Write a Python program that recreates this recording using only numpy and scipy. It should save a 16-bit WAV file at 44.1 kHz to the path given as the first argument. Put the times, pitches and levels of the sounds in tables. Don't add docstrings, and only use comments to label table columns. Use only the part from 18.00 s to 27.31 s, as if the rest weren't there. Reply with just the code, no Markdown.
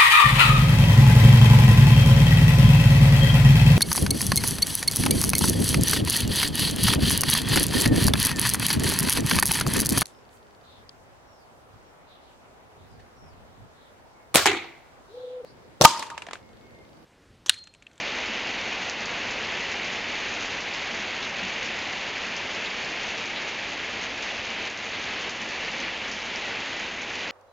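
import sys
import numpy as np
from scipy import signal
from scipy.fft import rfft, irfft, next_fast_len
from scipy.io import wavfile

SR = 44100
rng = np.random.default_rng(int(sys.argv[2]) if len(sys.argv) > 2 else 0)


def int16_out(signal):
    q = np.round(np.clip(np.atleast_2d(signal).T, -1, 1) * 32767)
    wavfile.write(sys.argv[1], SR, q.astype(np.int16))


N = 410571

# (f/Hz, level per Hz/dB)
HISS_SPECTRUM = [(400, -24), (900, -10.5), (1300, -8), (1500, -5.5), (1750, -2), (2000, 0.5), (2300, 1.5),
                 (2750, 0.35), (3200, -4), (3900, -9.5), (4450, -10.5), (5500, -17), (6400, -21.5),
                 (7400, -23)]
# (f/Hz, level per Hz/dB)
WASH_SPECTRUM = [(20, -16), (45, -6.5), (95, -4.5), (145, -7), (175, -2.5), (270, -1.5), (360, -0.6),
                 (500, 0.5), (860, 0), (1080, -3.5), (1500, -8), (3000, -22.5)]
# (f/Hz, level/dB)
SPLASH_SPECTRUM = [(500, -16.5), (1400, -4), (2400, 2.5), (3700, -0.5), (4500, -4), (5500, -7),
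                   (6400, -0.5), (7400, -14)]
ROOF_HZ, ROOF_T60_S, ROOF_DB = 229.4, 0.1, -20.5
# (t/s, level/dB)
SLOW_LEVEL = [(0, -31), (1.6, -31), (3.9, -31.5), (6.3, -32.5), (7.1, -31.5), (7.8, -31.2), (8.2, -32),
              (9.3, -32.5)]
# (t/s, depth/dB)
LEVEL_DIPS = [(0.895, 1.5), (2.6, 1.2), (3.26, 1.0), (6.695, 3), (7.295, 2.5), (7.895, 1.4), (8.11, 1.7),
              (8.89, 2)]
DIP_FALL_S, DIP_HOLD_S, DIP_RECOVERY_DB_PER_S = 0.012, 0.048, 7.5
PATTER_DB, PATTER_FOLLOWS = -42.5, 0.6
# (t/s, level before swell and decay/dB, f/Hz, time to fall 60 dB/s)
HOLLOW_THUDS = [(2.991, -32.5, 205, .12), (3.425, -32, 191, .19)]
# (t/s, peak/dB, bubble f/Hz, half the time over which bubbles form/s)
PUDDLE_PLOPS = [(0.071, -26, 3370, .018), (3.224, -24, 3600, .018), (4.647, -24, 2770, 0.0033),
                (4.658, -26, 3750, .008), (5.361, -25, 3750, .014), (6.301, -24, 2950, .012),
                (6.579, -22.5, 2530, .02), (6.935, -27.5, 3550, .018)]
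# (t/s, smack peak/dB, spray/dB against the smack, before it is halved)
SLAB_DRIPS = [(0.4718, -28, -14), (0.8973, -19.5, -16), (1.057, -24.5, -11), (1.309, -26.5, -8.5),
              (1.7155, -27.5, -8), (1.8452, -28.5, -8), (2.6055, -29, -4), (2.7377, -25.5, -6.5),
              (3.228, -30, -5.5), (3.6456, -29, -4.5), (3.9295, -31.5, -11), (4.365, -26, -9),
              (4.8465, -25.5, -14), (5.1784, -28, -12), (6.0132, -29.5, -11), (6.224, -31.5, -4),
              (6.7002, -28, -12.5), (7.2946, -26.5, -7), (7.416, -28.5, -10.5), (8.08, -31.5, -8),
              (8.1145, -30.5, -1), (8.7969, -29, -11)]
RANDOM_DRIPS_PER_S, RANDOM_DRIP_DB, RANDOM_DRIP_SPREAD_DB, RANDOM_SPRAY_DB = 4.5, -31.5, 2.2, -11
# (delay/s, level/dB)
ECHOES = [(0.0104, -9.5), (.026, -22)]
# (f/Hz, level/dB)
TREBLE_FADE = [(6900, 0), (7200, -2), (7500, -11), (7750, -22), (7900, -36)]
CUTOFF_HZ = 7900


def from_db(db):
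    return 10 ** (np.asarray(db) / 20)


def rms_one(x):
    return x / np.sqrt(np.mean(x ** 2) + 1e-20)


def in_time(rows):
    return np.interp(np.arange(N) / SR, *np.transpose(rows))


def drift(rate_hz):
    step = 40
    r = np.exp(-2 * np.pi * rate_hz * step / SR)
    noise = rng.standard_normal(N // step + 2002)
    slow = signal.lfilter([1], [1, -2 * r, r * r], noise)[2000:]
    return np.interp(np.arange(N) / step, np.arange(len(slow)), rms_one(slow))


def colour(x, spectrum):
    hz, db = np.transpose(spectrum)
    size = next_fast_len(N)
    octave = np.log2(np.maximum(np.fft.rfftfreq(size, 1 / SR), 1))
    below = np.maximum(np.log2(hz[0]) - octave, 0)
    above = np.maximum(octave - np.log2(hz[-1]), 0)
    gain = from_db(np.interp(octave, np.log2(hz), db) - 12 * (below + above))
    return rms_one(irfft(rfft(x, size) * gain, size)[:N])


def ring(clicks, hz, t60):
    r = from_db(-60 / (t60 * SR))
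    w = 2 * np.pi * hz / SR
    return signal.lfilter([0, np.sin(w)], [1, -2 * r * np.cos(w), r * r], clicks + 1e-18)


def impacts(per_s, spread_db):
    sizes = from_db(spread_db * np.minimum(rng.exponential(1, N), 5))
    return sizes * rng.choice([-1, 1], N) * (rng.random(N) < per_s / SR)


def far_rain(hiss_db, wash_db, flutter_db):
    hiss = colour(rng.standard_normal(N), HISS_SPECTRUM) * from_db(hiss_db + flutter_db * drift(20))
    wash = from_db(wash_db) * colour(rng.standard_normal(N), WASH_SPECTRUM)
    roof_hits = np.diff(impacts(400, spread_db=-2.0), prepend=0)
    roofs = from_db(ROOF_DB) * rms_one(ring(roof_hits, ROOF_HZ, ROOF_T60_S))
    return hiss + wash + roofs


def dips():
    db = np.zeros(N)
    for s, depth_db in LEVEL_DIPS:
        held = s + DIP_HOLD_S
        back = held + abs(depth_db) / DIP_RECOVERY_DB_PER_S
        db += in_time([(s - DIP_FALL_S, 0), (s, -depth_db), (held, -depth_db), (back, 0)])
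    return from_db(db)


def puddles(per_s, cycles, low_hz, high_hz, count=24):
    born = impacts(per_s, spread_db=2.0)
    dealt = rng.integers(0, count, N)
    pitches = np.geomspace(low_hz, high_hz, count)
    return rms_one(sum(ring(born * (dealt == k), hz, cycles / hz) for k, hz in enumerate(pitches)))


def near_patter(per_s, clump_db):
    ticks = impacts(per_s, spread_db=3.5) * from_db(clump_db * drift(14))
    return colour(ticks, SPLASH_SPECTRUM)


def thuds(swell_cycles):
    out = np.zeros(N + SR)
    t = np.arange(SR // 2) / SR
    for s, level_db, hz, t60 in HOLLOW_THUDS:
        swell = 1 - np.exp(-t * hz / swell_cycles)
        shape = from_db(level_db - 60 * t / t60) * swell
        at = int(s * SR)
        out[at:at + len(t)] += shape * np.sin(2 * np.pi * hz * t)
    return out[:N]


def plops(t60, pitch_spread, count=9):
    out, size = np.zeros(N + SR), SR // 5
    for s, peak_db, hz, half_time_s in PUDDLE_PLOPS:
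        cluster = np.zeros(size)
        for k in range(count):
            delay_s = abs(half_time_s) * 2 * (k + rng.random()) / count
            born = np.arange(size) == int(delay_s * SR)
            pitch = hz * np.exp(pitch_spread * rng.standard_normal())
            cluster += ring(born * np.exp(-k / count), pitch, t60)
        at = int(s * SR)
        out[at:at + size] += from_db(peak_db) * cluster / np.abs(cluster).max()
    return out[:N]


def random_drips():
    rows = []
    for start in np.arange(0, N / SR, 1 / RANDOM_DRIPS_PER_S):
        s = start + rng.random() / RANDOM_DRIPS_PER_S
        rows.append((s, rng.normal(RANDOM_DRIP_DB, RANDOM_DRIP_SPREAD_DB), RANDOM_SPRAY_DB))
    return [row for row in rows if row[0] < N / SR]


def eave_drips(smack_s, spray_s, droplets_per_s, low_hz, top_hz):
    out = np.zeros(N + SR)
    t = np.arange(SR // 6) / SR
    bright = signal.butter(3, [low_hz, top_hz], "band", fs=SR, output="sos")
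    for s, peak_db, spray_db in SLAB_DRIPS + random_drips():
        burst = rng.choice([-1, 1], len(t)) * np.exp(-(t / smack_s) ** 2)
        smack = signal.sosfilt(bright, burst)
        smack = smack / np.abs(smack).max()
        droplets = rng.choice([-1, 1], len(t)) * (rng.random(len(t)) < droplets_per_s / SR)
        spray = rms_one(signal.sosfilt(bright, droplets)) * np.exp(-t / spray_s) / 2
        at = int(s * SR)
        out[at:at + len(t)] += from_db(peak_db) * (smack + from_db(spray_db) * spray)
    return out[:N]


def walls(x):
    return x + sum(from_db(db) * np.pad(x, (int(abs(s) * SR), 0))[:N] for s, db in ECHOES)


def scene():
    level = dips() * from_db(in_time(SLOW_LEVEL))
    far = far_rain(hiss_db=-1.5, wash_db=-7.0, flutter_db=0.43)
    bubbles = from_db(-9.0) * puddles(per_s=1300, cycles=14, low_hz=1610, high_hz=4810)
    patter_gain = from_db(PATTER_DB) * (level / level.mean()) ** PATTER_FOLLOWS
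    patter = patter_gain * near_patter(per_s=3600, clump_db=1.93)
    puddle_drips = plops(t60=0.0091, pitch_spread=0.09)
    drips = eave_drips(smack_s=0.0018, spray_s=0.026, droplets_per_s=1600, low_hz=4200, top_hz=6840)
    rain = level * (far + bubbles) + patter
    yard = rain + walls(drips + puddle_drips) + thuds(swell_cycles=1.5)
    return np.array([yard, yard])


def record(dry):
    hz, db = np.transpose(TREBLE_FADE)
    bins = np.fft.rfftfreq(2 * N, 1 / SR)
    gain = from_db(np.interp(bins, hz, db)) * (bins < CUTOFF_HZ)
    return irfft(rfft(dry, 2 * N) * gain)[:, :N]


dry = scene()
out = record(dry)
int16_out(out)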